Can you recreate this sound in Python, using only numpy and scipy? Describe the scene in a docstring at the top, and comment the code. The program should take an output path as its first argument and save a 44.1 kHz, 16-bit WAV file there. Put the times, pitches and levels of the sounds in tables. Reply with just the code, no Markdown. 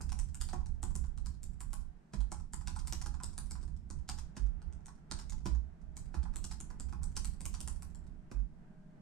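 """Quick typing with long nails on a laptop that lies on a table in a quiet furnished room.
Each stroke clicks a key cap, rings the case and knocks the laptop on its feet; near walls
throw the sound back. Nails click short and bright, finger pads longer and duller.
The blows also shake the table under the microphone, most of all those on the space bar.
Behind it all are a far-off drone with faint tones, the building's low murmur and a soft hiss."""
import sys
import numpy as np
from scipy import signal
from scipy.fft import rfft, irfft, next_fast_len
from scipy.io import wavfile

SR = 44100
rng = np.random.default_rng(int(sys.argv[2]) if len(sys.argv) > 2 else 0)


def store_pcm(level_fs):
    """Save levels as 16-bit WAV."""
    pcm = np.round(np.clip(level_fs, -1, 1) * 32767).astype(np.int16)
    wavfile.write(sys.argv[1], SR, np.atleast_2d(pcm).T)


N = 397341
TIME = np.arange(N) / SR
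TOUCH_S = .012  # from the finger's first touch until the key hits bottom
PAD_CAP_DB, NAIL_CAP_DB = 3, -8  # the cap's dull clack compared with the bright snap

# strokes on the letter keys:
# (time [s], nail share [0 finger pad to 1 nail tip], click [dB], case ring [dB], low knock [dB])
LETTERS = [(.006, 0.54, -55, -56, -57), (0.12, 0.14, -55.5, -52, -67), (.190, 0.64, -50, -62, -87),
           (.346, 1, -52, -64.5, -89), (.413, .65, -45, -63, -62), (.531, 0.15, -58.5, -45.5, -46),
           (.660, 0.39, -64.5, -64.5, -71), (.830, 1, -47.5, -50, -48.5), (.954, 1, -48, -59, -54),
           (1.176, 0.36, -65, -65.5, -63), (1.261, 0.38, -57, -61.5, -66), (1.432, 1, -54, -75, -61),
           (1.606, 1, -52.5, -57.5, -62.5), (1.732, 0.92, -51.5, -53.5, -58.5),
           (2.318, 0.62, -50, -48.5, -49), (2.535, 1, -47.5, -54, -57), (2.674, 0.17, -51, -51, -58),
           (2.762, 0.87, -56, -49.5, -87), (2.873, 0.72, -49.5, -58, -63), (2.925, 0, -48, -52.5, -52.5),
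           (3.061, 0.17, -56.5, -52, -54), (3.201, 0.13, -71, -53.5, -95),
           (3.235, 0.84, -45.5, -55.5, -54.5), (3.379, 1, -46, -55.5, -55), (3.510, 0.72, -50.5, -63, -61),
           (3.629, 0.44, -66.5, -67, -60), (3.678, 0.42, -73, -70.5, -63), (3.765, 0.12, -77, -77, -79),
           (3.902, 0.5, -56.5, -59, -54), (4.09, 0.14, -47, -48.5, -55), (4.618, 0, -75, -67.5, -70),
           (4.726, 0.24, -70, -82, -77), (4.859, 0.69, -58.5, -68, -87), (4.882, 0, -70, -57, -83),
           (5.113, 0.071, -47.5, -50.5, -46.5), (5.296, 0.23, -56.5, -72, -84),
           (5.322, 0, -63.5, -59, -62.5), (5.815, 0, -83.5, -77, -110), (5.968, 0.75, -53, -65, -64),
           (6.231, 0.12, -65.5, -66, -60), (6.253, .5, -81, -54.5, -87), (6.338, 0.41, -70, -63.5, -92),
           (6.359, 1, -48.5, -61, -59.5), (6.442, 0.5, -49.5, -60.5, -56.5), (6.603, 1, -50.5, -61, -58.5),
           (6.703, 0, -70.5, -57.5, -62), (6.799, 1, -51, -62.5, -52.5), (6.926, 0.021, -68, -53, -55),
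           (7.033, 0.98, -51, -62, -67), (7.166, 0.28, -44.5, -52.5, -54.5), (7.247, 0.84, -48, -61, -66),
           (7.407, 0.89, -52.5, -63.5, -56.5), (7.455, .6, -46, -60.5, -56),
           (7.605, 0.75, -48.5, -63.5, -57), (7.676, 1, -46, -55.5, -59), (7.823, 0.81, -57, -61.5, -67),
           (7.948, 1, -63, -71, -85), (8.067, 0.12, -79, -73, -73)]
# thumb blows on the space bar, after which the table swings:
# (time [s], click [dB], case ring [dB], low knock [dB], swing [dB], swing pitch [Hz], swing length [s])
SPACES = [(2.135, -60, -54, -44, -23.5, 48.5, 0.16), (4.366, -59, -55.5, -47.5, -23, 48, 0.17),
          (5.457, -54, -46.5, -38, -22.5, 57.5, .2), (6.142, -64, -50.5, -47, -22, 61.2, 0.088),
          (8.314, -66.5, -57.5, -48.5, -24, 47.3, 0.16)]
# the tones at which the laptop's case rings: (pitch [Hz], level [dB], time to fade by 60 dB [s])
CASE_TONES = [(743, 3.5, 0.039), (833, -3.5, 0.14), (878, 0, 0.073), (964.7, -2.5, 0.093),
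              (1015.4, -2.5, 0.099), (1098, -4.5, 0.12), (1219, -3.5, 0.068), (1328, 1.5, 0.031),
              (1443, 1.5, 0.026), (1526, -8.5, 0.07), (1670, -2, 0.027), (1944, -3, 0.016),
              (2496, -3, 0.011)]
# tone colour of a key's bright snap: (frequency [Hz], level [dB])
SNAP_COLOUR = [(3000, -45.5), (6000, -26), (7200, -3.5), (8200, 0), (9300, -5), (10000, -12),
               (10800, -19.5), (12200, -17.5), (13500, -35), (14600, -25.5), (16000, -49.5)]
# tone colour of a key cap's dull clack: (frequency [Hz], level [dB])
CAP_COLOUR = [(400, -42.5), (1400, -6.5), (2200, -8.5), (3600, -7.5), (4200, -3.5), (5400, 0.5),
              (6600, -4.5), (8000, -19), (10500, -29.5), (16000, -58)]


def amp(db):
    """Turns decibels into a gain."""
    return 10 ** (np.asarray(db) / 20)


def evened(x):
    """Scales a signal to an average power of one."""
    return x / np.sqrt(np.mean(x ** 2) + 1e-20)


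def read(points, hz):
    """Looks up values between a table's frequencies, with octaves evenly spaced."""
    known_hz, value = np.transpose(points)
    return np.interp(np.log(hz + 1), np.log(known_hz + 1), value)


def level(curve):
    """Turns a decibel curve into a gain for every sample."""
    return amp(np.interp(TIME, *np.transpose(curve)))


def add(mix, s, sound):
    """Mixes a sound in at s seconds, or at the start if s is negative."""
    part = mix[:, max(round(s * SR), 0):][:, :sound.shape[-1]]
    part += sound[..., :part.shape[1]]


def pair(size, likeness):
    """Left and right white noise, partly alike."""
    left, other = rng.standard_normal((2, size))
    return np.array([left, likeness * left + np.sqrt(1 - likeness ** 2) * other])


def lean(right_db):
    """Left and right gains that put the right side right_db above the left."""
    return evened(amp(np.array([[0], [right_db]])))


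def noise(colour, likeness):
    """Steady stereo noise of a given tone colour."""
    size = next_fast_len(N)
    gain = amp(read(colour, np.fft.rfftfreq(size, 1 / SR)))
    return evened(irfft(rfft(pair(size, likeness)) * gain, size)[:, :N])


def tick(colour, size=512):
    """The shortest pulse that has this tone colour."""
    log_gain = np.log(amp(read(colour, abs(np.fft.fftfreq(size, 1 / SR)))))
    spectrum = np.exp(np.conj(signal.hilbert(log_gain)))
    return np.fft.ifft(spectrum).real[None, :size // 2]


def sized(sound, db, span_s):
    """Gives a blow the energy of that level held for span_s seconds."""
    return sound * amp(db) * np.sqrt(2 * span_s * SR / (np.sum(sound ** 2) + 1e-20))


def later(sound, delay_s, size=4096):
    """Delays a short sound by any fraction of a sample."""
    hz = np.fft.rfftfreq(size, 1 / SR)
    return irfft(rfft(sound, size) * np.exp(-2j * np.pi * hz * delay_s), size)


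def waver(count=60):
    """A slow drift through count random values."""
    return evened(signal.resample(rng.standard_normal(count), next_fast_len(N))[:N])


def whine(hz, db, peak_s, half_s):
    """One faint tone that swells, wavers and fades."""
    turns = np.cumsum(hz + 3 * waver(count=200)) / SR
    swell = amp(db) * np.exp(-((TIME - peak_s) / half_s) ** 2)
    return swell * (1 + 0.36 * waver()) * np.sin(2 * np.pi * turns)


def background():
    """A far-off drone that wavers in level, faint tones in it, the building's low murmur, and hiss."""
    # tone colours of the three noises: (frequency [Hz], level [dB])
    drone_colour = [(150, -21), (400, 7), (540, -3), (620, 2), (850, 1), (1100, -5.5), (1550, -5),
                    (2000, -10.5), (3000, -19.5), (6000, -44)]
    murmur_colour = [(20, 9), (60, -17), (90, -21.5), (125, -2.5), (155, 5.5), (195, 3), (250, -5.5),
                     (285, -11), (350, -13), (450, -34.5), (800, -30), (2000, -82)]
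    hiss_colour = [(300, 5), (2000, -2.5), (5000, -1.5), (8500, -4), (11000, -14), (16000, -32.5)]
    # slow rise and fall of the drone and the murmur: (time [s], level [dB])
    drone_curve = [(0, -71), (1.9, -74), (3.8, -73), (4.6, -69.5), (5.8, -71.5), (7, -69.5), (8.2, -71),
                   (9, -70.5)]
    murmur_curve = [(0, -56.5), (1.9, -62.5), (2.6, -56.5), (5.8, -59), (6.3, -54.5), (9, -56)]
    # tones that come and go in the drone: (pitch [Hz], level [dB], loudest at [s], half length [s])
    faint_tones = [(618, -76, 8.7, .9), (632, -81, 5.6, .8), (1355, -87, 4.9, 1.2), (1505, -87, 8.7, .4),
                   (1603, -87, 8.7, .5)]
    drone = noise(drone_colour, likeness=0.073) * level(drone_curve) * amp(1.44 * waver())
    drone += sum(whine(*row) for row in faint_tones)
    murmur = amp(0.5) * noise(murmur_colour, likeness=0.82) * level(murmur_curve)
    hiss = amp(-84.5) * noise(hiss_colour, likeness=.1)
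    return lean(1.4) * drone + lean(1.1) * murmur + hiss


def trembling(lead_s=0.041, letter_db=-33.5, bar_db=-36, letter_rise_s=0.1, bar_rise_s=0.15):
    """How strongly the table trembles: each stroke adds a swell as the finger nears, then it settles."""
    # weight of the hands on the table: (time [s], level [dB])
    hand_weight = [(0, 2.5), (1.1, 3), (1.65, -0.5), (2.3, -5), (2.75, 1), (3.8, -3), (4.3, 2), (4.7, 1.5),
                   (4.95, -14.5), (5.3, 2), (6.2, 0), (6.65, -8), (7, 2), (8.3, -7.5)]
    firm_db, follow = -64, .16  # knock of a firm stroke, and how far the trembling follows the knock
    pushes = [(s, letter_db + follow * (knock_db - firm_db), letter_rise_s)
              for s, *_, knock_db in LETTERS]
    pushes += [(s, bar_db, bar_rise_s) for s, *_ in SPACES]
    power = np.full((1, N), amp(-80) ** 2)  # the table at rest
    t = np.arange(SR) / SR
    for s, db, rise_s in pushes:
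        start = s - lead_s
        age = (t + max(-start, 0)) / rise_s
        swell = amp(db) * (age * np.exp(1 - age)) ** 2.41
        add(power, start, swell ** 2)
    return np.sqrt(power) * level(hand_weight)


def table(swing_lag_s=0.0212):
    """The table trembles, and swings after each space; the microphone stand carries it mostly right."""
    # tone colour of the trembling table: (frequency [Hz], level [dB])
    tremble_colour = [(8, -36), (20, 2), (32, 4.5), (45, -0.5), (68, 3.5), (85, -7.5), (100, -17.5),
                      (130, -13), (190, -19), (260, -33), (400, -51), (900, -82)]
    shake = noise(tremble_colour, likeness=0.49) * trembling() * amp(-3.5)
    for s, *_, db, hz, length_s in SPACES:
        progress = np.arange(0, 1, 1 / (length_s * SR))
        swell = amp(db) * np.sin(np.pi * progress ** 0.7) ** 2
        add(shake, s + swing_lag_s, swell * np.sin(2 * np.pi * hz * length_s * progress))
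    left, right = shake
    bass_cut = signal.butter(1, 170, "high", fs=SR, output="sos")
    return np.array([amp(-24.5) * left + amp(-7.0) * signal.sosfilt(bass_cut, left), right])


def click(rattle_s, snap_db, cap_db, blow_db, cap_colour=CAP_COLOUR, size=2800):
    """The finger lands, the key hits bottom in one sharp blow, then the cap chatters on its hinge."""
    bottom = round(TOUCH_S * SR)
    t = (np.arange(size) - bottom) / SR
    flicker = amp(6.5 * np.repeat(rng.standard_normal(size), 16)[:size])
    chatter = np.exp(-abs(t) / rattle_s) * flicker
    landing = amp(-19.5) * np.exp(-abs(t) / (4 * rattle_s + 0.001))  # a loose stroke lands more slowly
    force = pair(size, likeness=0.93) * np.where(t < 0, landing, chatter)
    force[:, bottom] += amp(blow_db)
    snap = sized(signal.fftconvolve(force, tick(SNAP_COLOUR), axes=1), snap_db, span_s=0.01)
    clack = sized(signal.fftconvolve(force, tick(cap_colour), axes=1), cap_db, span_s=0.01)
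    lag_s = np.array([[0], [2.5e-5]])  # the microphone's right side is a little farther from the keys
    return lean(3.0) * later(snap + clack, lag_s)


def ring(tones, db, tilt_db, spread_db, width, rise_s, size=6000):
    """A struck body's fading tones, tilt_db louder per octave; each key's spot mixes them anew."""
    t = np.arange(size) / SR
    hz, tone_db, fade_s = np.transpose(tones)[:, :, None]
    weight, detune, phase, apart = rng.standard_normal((4, len(tones), 1))
    start_db = tone_db + tilt_db * np.log2(hz / hz[0]) + spread_db * weight
    envelope = amp(start_db - 60 * t / fade_s) * (1 - np.exp(-t / rise_s))
    angle = 2 * np.pi * (hz * (1 + 0.0079 * detune) * t + phase)
    sides = [(envelope * np.sin(angle + side * width * apart)).sum(0) for side in (-1, 1)]
    return sized(np.array(sides), db, span_s=0.014)


def stroke(rattle_s, snap_db, cap_db, ring_db, knock_db, extra_tilt_db=0, heavy_db=-55):
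    """A key clicks and rings going down and, softly, springing back; the laptop knocks on its feet."""
    # tones of the laptop on its feet: (pitch [Hz], level [dB], time to fade by 60 dB [s])
    feet_tones = [(198.4, 1.5, 0.12), (259.4, 0, 0.052), (328.4, -0.5, 0.075), (358.8, -6, 0.13),
                  (494, 1.5, 0.021), (635, -5, 0.045)]
    cap_pitch = 1 + 0.045 * rng.uniform(-1.84, 2.8)  # key caps differ a little in pitch
    cap_colour = np.array(CAP_COLOUR) * [cap_pitch, 1]
    held_s = rng.uniform(.075, .105)
    clicks, case = np.zeros((2, 2, SR // 5))
    add(clicks, 0, click(rattle_s, snap_db, cap_db, blow_db=14, cap_colour=cap_colour))
    add(clicks, held_s, click(0.0023, snap_db - 22, cap_db - 18, blow_db=5, cap_colour=cap_colour))
    # heavy blows last longer and so favour the low tones of the case
    tilt_db = 4 - 0.93 * max(ring_db - heavy_db, 0) + extra_tilt_db
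    for s, db in ((0, ring_db), (held_s, ring_db - 16)):
        add(case, s, lean(5.5) * ring(CASE_TONES, db, tilt_db, spread_db=3, width=0.59, rise_s=0.0014))
    knock = ring(feet_tones, knock_db, tilt_db=0, spread_db=2, width=0.52, rise_s=0.0032)
    add(case, 0, lean(6.1) * knock)
    return clicks, case


def letter(nail, click_db, ring_db, knock_db, pad_rattle_s=0.0034, nail_rattle_s=0.0011):
    """A finger hits a letter key: the more nail, the shorter and brighter the click."""
    rattle_s = pad_rattle_s * (nail_rattle_s / pad_rattle_s) ** nail
    cap_db = click_db + PAD_CAP_DB + (NAIL_CAP_DB - PAD_CAP_DB) * nail
    return stroke(rattle_s, click_db, cap_db, ring_db, knock_db)


def thuds(bar_boost_db=2):
    """The knock of each stroke also sounds the table top, the thumb's more than a finger's."""
    # tones of the table top: (pitch [Hz], level [dB], time to fade by 60 dB [s])
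    top_tones = [(116, 0, 0.26), (140, 1.5, .2), (169, 0, .18)]
    knocks = [(s, knock_db) for s, *_, knock_db in LETTERS]
    knocks += [(s, knock_db + bar_boost_db) for s, _, _, knock_db, *_ in SPACES]
    out = np.zeros((2, N))
    for s, db in knocks:
        add(out, s, lean(11) * ring(top_tones, db, tilt_db=0, spread_db=4, width=0.66, rise_s=0.013))
    return out


def room_decay(build_s=0.0088, size=17000):
    """The shape of the room's lingering sound: it builds up, then each band fades at its own speed."""
    # how long the room rings: (frequency [Hz], time to fade by 60 dB [s])
    fade_times = [(150, 0.28), (1000, 0.25), (4000, 0.34), (8000, 0.26), (14000, 0.27)]
    hz, t, _ = signal.stft(np.zeros(size), SR, nperseg=256)
    return amp(-60 * t / read(fade_times, hz)[:, None]) * (1 - np.exp(-(t / build_s) ** 2))


def in_room(sound, decay, echo_db, tail_db):
    """Direct sound, single bounces and a lingering tail; the paths differ a little from key to key."""
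    # bounces off near walls: (delay [s], left level [dB], right level [dB])
    bounces = [(.0052, -10.5, -14), (.0070, -4, -10.5), (.0079, -14, -7.5), (.0093, -5, -21.5),
               (0.01, -14.5, -16), (0.016, -19, -39), (0.021, -12.5, -37), (.0254, -20, -18),
               (0.028, -13, -23.5)]
    real, imag = rng.standard_normal((2, 2) + decay.shape)
    tail = signal.istft(decay * (real + 1j * imag), SR, nperseg=256)[1]
    response = amp(tail_db) * lean(-3.0) * tail / np.linalg.norm(tail[0])
    response[:, 0] += 1  # the direct sound
    for (delay_s, *side_db), shift in zip(bounces, rng.standard_normal((len(bounces), 2))):
        at = (SR * delay_s * (1 + .012 * np.clip(shift, -2, 2))).astype(int)
        response[np.arange(2), at] += amp(echo_db + np.array(side_db))
    return signal.fftconvolve(sound, response, axes=1)


def release(click_db, ring_db, rattle_s=0.0038):
    """A freed key hits its upper stop, chatters and rings the case."""
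    clicks = click(rattle_s, snap_db=click_db, cap_db=click_db + 1.3, blow_db=9)
    case = ring(CASE_TONES, ring_db, tilt_db=4, spread_db=1, width=0.83, rise_s=0.0012)
    return clicks, lean(6) * case


def space_bar(click_db, ring_db, knock_db, rattle_s=0.007):
    """The long bar rattles under the flat of the thumb."""
    return stroke(rattle_s, click_db, click_db + PAD_CAP_DB, ring_db, knock_db, extra_tilt_db=7)


def typing():
    """Letters, spaces and released keys, each heard with its echoes."""
    # keys that are let go abruptly and clack back up: (time [s], click [dB], case ring [dB])
    releases = [(0.092, -61.5, -69), (.488, -58, -58.5), (1.040, -71.5, -61.5), (2.206, -65, -61),
                (2.610, -72, -61), (2.790, -59, -66), (3.015, -55, -56.5), (3.140, -68, -59),
                (3.553, -69.5, -58), (4.186, -59, -58.5), (5.189, -58, -56), (6.512, -55.5, -56),
                (6.887, -74, -68), (7.541, -56, -55.5)]
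    blows = [(s, letter(*row)) for s, *row in LETTERS]
    blows += [(s, space_bar(*row[:3])) for s, *row in SPACES]
    blows += [(s, release(*row)) for s, *row in releases]
    out, decay = np.zeros((2, N)), room_decay()
    for s, (clicks, case) in blows:
        add(out, s - TOUCH_S, in_room(clicks, decay, echo_db=2.5, tail_db=-1.5))
        add(out, s, in_room(case, decay, echo_db=-4.5, tail_db=-2.0))
    return out


def scene():
    """The keys, the thudding and shaking table, and the quiet background."""
    return typing() + thuds() + table() + background()


def record(dry):
    """Cuts the treble above 16 kHz."""
    treble_cut = signal.firwin(255, 16000, window=("kaiser", 9), fs=SR)
    return signal.oaconvolve(dry, treble_cut[None], "same")


dry = scene()
out = record(dry)
store_pcm(out)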